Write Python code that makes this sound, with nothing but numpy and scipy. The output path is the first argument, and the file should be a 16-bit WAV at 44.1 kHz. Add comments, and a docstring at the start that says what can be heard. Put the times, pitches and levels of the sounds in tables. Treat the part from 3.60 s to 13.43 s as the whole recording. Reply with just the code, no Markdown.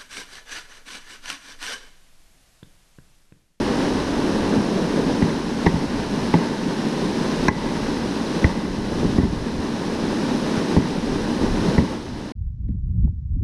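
"""A loaded plastic sled is dragged over crusted snow on a frozen lake, heard from inside its tub.
From the start snow grains hiss and grind along the bottom and crust drums on the hull.
All along the way ridges of ice thump the hull, clack the gear that rings in the tub and slow the sled.
Then the sliding dies away and stops short; wind buffets the microphone, with faint ticks and soft bumps.
A limiter ducks the hardest knocks."""
import sys
import numpy as np
from scipy import signal
from scipy.fft import rfft, irfft, next_fast_len
from scipy.io import wavfile
from scipy.ndimage import uniform_filter1d, minimum_filter1d

SR = 44100
rng = np.random.default_rng(int(sys.argv[2]) if len(sys.argv) > 2 else 0)


def unload_wav(signal):
    """Save mono or channel-first audio to the path in sys.argv[1] as 16-bit WAV at rate SR, clipped to [-1, 1]."""
    wavfile.write(
        sys.argv[1],
        SR,
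        np.round(np.clip(np.atleast_2d(signal).T, -1, 1) * 32767).astype(np.int16),
    )


N = 433503


def undb(db):
    """Decibels to gain."""
    return 10 ** (np.asarray(db) / 20)


def unit(x):
    """Scale to rms 1."""
    return x / np.sqrt(np.mean(x ** 2))


def curves(table):
    """Each column of a table after the first, joined by straight lines in time."""
    s, *columns = np.transpose(table)
    return [np.interp(np.arange(N) / SR, s, column) for column in columns]


def colour(x, points):
    """Shape a spectrum by (f/Hz, level/dB) points joined over log frequency; rms 1."""
    hz, db = np.transpose(points)
    size = next_fast_len(N)
    f = np.maximum(np.fft.rfftfreq(size, 1 / SR), 1)
    gain = undb(np.interp(np.log(f), np.log(hz), db))
    return unit(irfft(rfft(x, size) * gain, size)[:N])


def noise():
    """White noise over the whole scene."""
    return rng.standard_normal(N)


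def lowpass(x, hz):
    """Gentle two-pole low-pass."""
    return signal.lfilter(*signal.butter(2, hz, fs=SR), x)


def resonate(x, hz, width_hz):
    """One resonance, gain 1 at its centre."""
    return signal.lfilter(*signal.iirpeak(hz, hz / width_hz, fs=SR), x)


def walk(rate):
    """Random levels held 1 / rate s and smoothed twice; rms 1."""
    k = int(SR / rate)
    held = np.repeat(rng.standard_normal(N // k + 1), k)
    return unit(uniform_filter1d(uniform_filter1d(held, k), k)[:N])


def grains(rate, spread_db):
    """Random tiny impacts, rate per second, most of them small and a few large."""
    size_db = spread_db * np.minimum(rng.exponential(size=N), 5)
    return (rng.random(N) < rate / SR) * rng.standard_normal(N) * undb(size_db)


def add(out, s, sound, db):
    """Mix a short sound in at time s with the given peak level."""
    i = int(s * SR)
    out[i:i + len(sound)] += (sound * undb(db) / np.abs(sound).max())[:N - i]


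# each layer of the slide: (level/dB, dB per dB of speed, dB per dB of climbing)
HISS_LAW, GRIND_LAW, DRUM_LAW = (-38, 0.94, .85), (-33, 0.97, 0.58), (-23.5, 1, 0.96)
GRIND_PER_FINENESS = .3  # dB per dB: fine crust grinds louder
SLIDE_END_S = 8.722
# pull on the sled, before the ridges brake it: (t/s, speed/dB)
PULL_SPEED = [(0.0, 1.9), (0.55, 1.5), (1.25, 0.9), (1.55, 1), (1.85, -0.1), (2.6, 1.5), (3.05, 0.65),
              (3.8, 2), (4.75, 0.8), (5.1, -3.5), (5.4, -0.1), (5.85, -1.7), (6.5, 1.29), (7.1, 1.7),
              (7.5, 0.1), (8.15, 1.5), (8.45, -5.5), (8.72, -7.84)]
# crust underneath: (t/s, fineness/dB = upper panel modes against lower, lumpiness/dB = extra drumming)
CRUST_SURFACE = [(0, 3, -0.5), (.7, 5, -0.5), (1.15, 1.5, 3.5), (1.8, -1.5, 0), (3.6, -1.5, 0.5),
                 (4.25, -1, -0.2), (5.45, -1, 0.6), (6.5, -1, 0.6), (8.7, -1.5, 1)]
# spectrum of the grinding crust through the plastic: (f/Hz, relative level/dB)
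CRUST_COLOUR = [(300, 0.5), (520, -13), (680, -10), (780, 1.5), (950, 3.5), (1150, -1.5), (1370, -5),
                (1520, -2), (1820, -4), (2200, -14), (3000, -13), (6000, -54.5)]
# spectrum of the hissing snow through the plastic: (f/Hz, relative level/dB)
SNOW_COLOUR = [(900, -23), (2300, -4), (2950, -4), (3350, -4.5), (4050, -1.5), (4500, -5.5), (5150, -3.5),
               (6000, -7), (7200, -16.5), (9800, -16.5), (10900, -21.5), (11900, -30), (14000, -35.5),
               (15700, -44)]


def sliding(flutter_db=0.8, grind_flutter_db=0.7, hiss_flutter_db=0.41, rattle_db=-14):
    """Snow and crust break under the hull, louder with speed and climb; fluttering pressure moves them all."""
    climb_db, brake_db = ridges()
    speed_db = curves(PULL_SPEED)[0] - brake_db
    fineness_db, lumps_db = curves(CRUST_SURFACE)
    hiss_db, grind_db, drum_db = (db + by_speed * speed_db + by_climb * climb_db
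                                  for db, by_speed, by_climb in (HISS_LAW, GRIND_LAW, DRUM_LAW))
    grind_db = grind_db + GRIND_PER_FINENESS * fineness_db
    pressure = walk(28)

    hiss = colour(grains(rate=34000, spread_db=0.5), SNOW_COLOUR)
    hiss = hiss * undb(hiss_db + hiss_flutter_db * pressure)
    grind = colour(grains(rate=9000, spread_db=0.1), CRUST_COLOUR)
    grind = grind * undb(grind_db + grind_flutter_db * pressure)
    drum = drumming(fineness_db) * undb(drum_db + lumps_db + flutter_db * pressure)
    # the shaking keeps the gear rattling lightly, more so after a clack
    rattle = unit(gear(grains(rate=370, spread_db=0.3)))
    rattle = rattle * (undb(grind_db + rattle_db) + jostle())

    # a linear fade over the last 100 samples makes the stop short
    moving = np.clip((SLIDE_END_S - np.arange(N) / SR) * SR / 100, 0, 1)
    return (hiss + grind + drum + rattle + rumble()) * moving


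def drumming(fineness_db):
    """Small lumps of crust drum on the panels, too light to stir the lowest modes much."""
    band = signal.butter(2, [195, 680], "band", fs=SR, output="sos")
    lumps = signal.sosfilt(band, grains(rate=6000, spread_db=0.73))
    panels = unit(hull(lumps))
    lower = signal.sosfiltfilt(signal.butter(4, 255, fs=SR, output="sos"), panels)
    upper = panels - lower
    return lower * undb(-fineness_db / 2) + upper * undb(fineness_db / 2)


# panel modes of the loaded tub: (f/Hz, width/Hz, level/dB)
HULL_MODES = [(145, 17, 1), (173, 43, 10), (199, 32, 6.5), (226.7, 38, 9), (280.5, 46, 4.5), (353, 21, -4),
              (384, 12, -2.5), (507, 37, -41)]


def hull(force):
    """The tub's panels ring under a force."""
    return sum(undb(db) * resonate(force, hz, width) for hz, width, db in HULL_MODES)


# knocks under the sled, from ridges and, at 2.139 and 5.631 s, rebounds after them: (t/s, blow peak level/dB,
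# contact/ms, peak level of the load's heave/dB, # peak level of the gear's clack/dB, chatter/ms, brightness of
# the clack/dB per octave)
SLED_KNOCKS = [(0.371, -24, .9, -29, -37, 3, -4), (0.964, -9, 1.4, -27, -33, 4, -2),
               (1.360, -11, 1.1, -32, -35, 3, -4), (1.624, -4.5, 2.7, -16, -18.5, 2.25, 7),
               (2.064, -5, 1.4, -14, -7.5, 4.5, 3.5), (2.139, -9, 4.9, -24, -47, 3.4, -4),
               (2.741, -1.5, 1.4, -40, -7, 2.8, -3), (3.885, 4, 1.3, -9, 4.5, 3.5, 6.5),
               (4.844, -5, 0.9, -7, -8, 2.4, 9.5), (5.431, -9.5, 1.7, -33, -39, 3, -2),
               (5.584, -2, 1.6, -10, -23.5, 5, -1), (5.631, -8.5, 1.8, -12, -38, 3, -4),
               (5.985, -20, 1.5, -23, -41.5, 3.5, -4), (6.975, -12.5, 1.3, -36, -28, 4, -6),
               (7.166, -4.5, 2.2, -9.5, -13.5, 4, -3), (8.082, -11, 1.3, -32, -40, 3, -4),
               (8.181, -5, 2, -10.5, -15.5, 6.4, 3)]


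def knocks(heave_hz=77, heave_s=0.0063):
    """Each ridge, or rebound after one, thumps the hull, heaves the load on the springy bottom and throws the
    gear."""
    out, t = np.zeros(N), np.arange(SR // 4) / SR
    heave = np.sin(2 * np.pi * heave_hz * t) * t * np.exp(-t / heave_s)
    for s, blow_db, contact_ms, heave_db, gear_db, chatter_ms, tilt_db in SLED_KNOCKS:
        chatter_s = chatter_ms / 1000
        add(out, s, thump(t, contact_ms), blow_db)
        add(out, s, heave, heave_db)
        # the chatter starts early so that it peaks with the blow
        add(out, s - chatter_s, clack(t, chatter_s, tilt_db), gear_db)
    return out


def thump(t, contact_ms, rebound=0.31, rebound_s=.0115, shudder_db=-21, shudder_s=0.031, stiff_hz=85):
    """A ridge pushes the stiff bottom in, which slaps back and shudders; longer contact sounds duller."""
    rise_s = contact_ms / 1000 / 4  # the push peaks a quarter into the contact
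    force = undb(shudder_db) * rng.standard_normal(len(t)) * np.exp(-t / shudder_s) / 2
    force[0] += 1
    force[int(rebound_s * SR)] += rebound
    force = signal.lfilter(*signal.butter(2, stiff_hz, "high", fs=SR), force)
    push = t / rise_s * np.exp(-t / rise_s)
    return hull(signal.fftconvolve(force, push)[:len(t)])


def clack(t, chatter_s, tilt_db, strike_db=10, settle_db=-20, settle_s=.028, soft_hz=6500):
    """Gear is jolted: quick contacts swell to one hard strike, fade and rattle to rest."""
    contacts = rng.standard_normal(len(t)) * (rng.random(len(t)) < 6000 / SR)
    swell = (t / chatter_s * np.exp(1 - t / chatter_s)) ** 2
    force = contacts * (swell + undb(settle_db) * np.exp(-t / settle_s))
    force[int(chatter_s * SR)] += undb(strike_db)
    # plastic yields a little, which blunts each contact
    return gear(lowpass(force, soft_hz), tilt_db)


# a ridge presses harder on the bottom as the sled climbs it, lets go, and brakes the sled for a moment;
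# the dB amounts are for a ridge with a 0 dB blow
CLIMB_DB, CLIMB_S, RELEASE_S = 1.5, .07, 0.033
BRAKE_DB, BRAKE_S = 1.5, 0.24
RIDGE_POWER = 0.65  # height of a ridge against the strength of its blow


def ridges():
    """Climbing and braking in dB: each knock, ridge or rebound, loads the bottom before it and slows the sled
    after it."""
    climb, brake = np.zeros(N), np.zeros(N)
    for s, blow_db, *_ in SLED_KNOCKS:
        t = np.arange(N) / SR - s
        height = undb(RIDGE_POWER * blow_db)
        after = np.maximum(t, 0) / BRAKE_S
        climb += height * np.exp(-np.abs(t) / np.where(t < 0, CLIMB_S, RELEASE_S))
        brake += height * after * np.exp(1 - after)
    return CLIMB_DB * climb, BRAKE_DB * brake


def jostle(level_db=-33.5, settle_s=0.2, power=0.55):
    """How much the gear still shakes: every clack stirs it up and it settles again."""
    kicks = np.zeros(N)
    for s, _, _, _, gear_db, *_ in SLED_KNOCKS:
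        kicks[int(s * SR)] += undb(level_db + power * gear_db)
    return signal.lfilter([1], [1, -np.exp(-1 / (settle_s * SR))], kicks)


# modes of the hard gear lying in the tub, before random detuning: (f/Hz, t60/s, level/dB)
GEAR_MODES = [(730, .015, -10), (860, .05, -1), (930, .03, -2), (1070, .035, -3), (1590, .022, -11),
              (1780, .014, -5), (1910, .018, -2), (1990, .022, -2), (2700, .008, -20), (4100, .006, -17),
              (5500, .005, -16)]


def gear(force, tilt_db=0):
    """Gear modes ring under a force, varied at random each call; a positive tilt favours the high ones."""
    t = np.arange(SR // 10) / SR
    hz, t60, db = np.transpose(GEAR_MODES)[:, :, None]
    detune, strength_db = rng.standard_normal((2, len(GEAR_MODES), 1))
    side = rng.choice([-1, 1], (len(GEAR_MODES), 1))
    # the tilt pivots at 1 kHz and levels off above 2 kHz
    db = db + strength_db + tilt_db * np.log2(np.minimum(hz, 2000) / 1000)
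    tones = np.sin(2 * np.pi * hz * (1 + .008 * detune) * t)
    modes = side * undb(db - 60 * t / t60) * tones
    return signal.fftconvolve(force, modes.sum(0))[:len(force)]


# low rumble of wind and sway: (t/s, level/dB)
RUMBLE_LEVEL = [(0.0, -32), (0.3, -32.5), (1.3, -38), (2.5, -37), (3.1, -44.5), (3.7, -37.5), (4.35, -35.5),
                (4.68, -44.64), (4.95, -33), (5.75, -31.5), (6.45, -40.67), (7.0, -40), (7.65, -32.5),
                (8.3, -31.5), (8.72, -36)]


def rumble(waver_db=2.5):
    """Wind and sway at the riding microphone: deep noise with a wavering level."""
    low = colour(noise(), [(10, -10.5), (22, 5.0), (90, 1.5), (130, 1.5), (260, -32), (1000, -75.5)])
    return low * undb(curves(RUMBLE_LEVEL)[0] + waver_db * walk(9))


WIND_START_S = 8.752
# gusts on the microphone: (t/s, level/dB)
GUST_LEVEL = [(8.75, -26.5), (8.95, -29.53), (9.1, -21.5), (9.22, -23), (9.38, -19.5), (9.46, -13.83),
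              (9.55, -29), (9.68, -27.5), (9.78, -20)]
# spectrum of the deep buffeting: (f/Hz, relative level/dB)
BUFFET_COLOUR = [(12, -32), (22, -5.5), (60, 1), (120, -5.5), (170, -16), (220, -27), (300, -39),
                 (620, -69), (1500, -78.5), (8000, -104)]
# spectrum of the smaller eddies: (f/Hz, relative level/dB)
EDDY_COLOUR = [(60, -20), (185, 8.5), (260, -5.5), (400, -19.5), (650, -41.5), (1000, -52), (2000, -70),
               (6000, -93)]
# spectrum of the faint air over the lake: (f/Hz, relative level/dB)
AIR_COLOUR = [(100, -2), (900, -1.5), (1600, -3.5), (2500, -9), (6000, -9), (8000, -21), (15000, -34)]


def wind(eddy_db=-12.0, eddy_growth=2.27, strong_db=-17, flutter_db=6.0, air_db=-79):
    """Gusts buffet the microphone; smaller, brighter eddies grow faster than the gust and come in lumps."""
    gust_db, = curves(GUST_LEVEL)
    buffet = colour(noise(), BUFFET_COLOUR) * undb(gust_db)
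    swirl_db = strong_db + eddy_db + eddy_growth * (gust_db - strong_db) + flutter_db * walk(35)
    eddies = colour(noise(), EDDY_COLOUR) * undb(swirl_db)
    air = colour(noise(), AIR_COLOUR) * undb(air_db)
    fade_in = np.clip((np.arange(N) / SR - WIND_START_S) * 100, 0, 1)  # 10 ms
    return (buffet + eddies + air) * fade_in


def burst(t, decay_s):
    """A short puff of noise that swells and dies."""
    return rng.standard_normal(len(t)) * t * np.exp(-t / decay_s)


# faint dry ticks in the wind: (t/s, peak level/dB)
TICK_TIMES = [(8.885, -61), (9.085, -53), (9.119, -53), (9.319, -58.5), (9.385, -57), (9.449, -50)]


def ticks(tick_s=0.00043, tick_hz=2600):
    """Tiny dry ticks: very short noise bursts with the treble softened."""
    out, t = np.zeros(N), np.arange(SR // 10) / SR
    for s, db in TICK_TIMES:
        add(out, s, lowpass(burst(t, tick_s), tick_hz), db)
    return out


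# soft bumps at the microphone: (t/s, peak level/dB, upper band edge f/Hz)
MIC_BUMPS = [(9.084, -19.5, 242), (9.134, -27, 197), (9.375, -22, 243), (9.439, -13.5, 250),
             (9.475, -37.5, 750), (9.755, -19.5, 259)]


def bumps(bump_cycles=1.24):
    """Soft bumps: band-limited noise bursts; the lower a bump, the longer it lasts."""
    out, t = np.zeros(N), np.arange(SR // 10) / SR
    for s, db, hz in MIC_BUMPS:
        band = signal.butter(4, [110, hz], "band", fs=SR, output="sos")
        add(out, s, signal.sosfilt(band, burst(t, bump_cycles / hz)), db)
    return out


def scene():
    """The sled, then the wind."""
    return (sliding() + knocks() + wind() + ticks() + bumps())[None]


def limiter(x, ceiling_db=-1.8, release_s=.06, hold=SR // 60):
    """The gain drops just ahead of a peak over the ceiling, holds briefly and creeps back."""
    fall = np.arange(N) / SR / release_s
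    over = np.log(np.maximum(np.abs(x).max(0) / undb(ceiling_db), 1))
    # each excess is remembered and fades exponentially
    memory = np.exp(np.maximum.accumulate(np.log(over + 1e-30) + fall) - fall)
    # the hold window reaches 64 samples ahead, and the gain steps are smoothed
    gain = minimum_filter1d(np.exp(-memory), size=hold, origin=hold // 2 - 64)
    return x * uniform_filter1d(gain, size=128)


def record(dry, top_hz=15700):
    """Limit the knocks, then cut the top steeply."""
    return signal.sosfilt(signal.ellip(10, .2, 80, top_hz, fs=SR, output="sos"), limiter(dry))


dry = scene()
out = record(dry)
unload_wav(out)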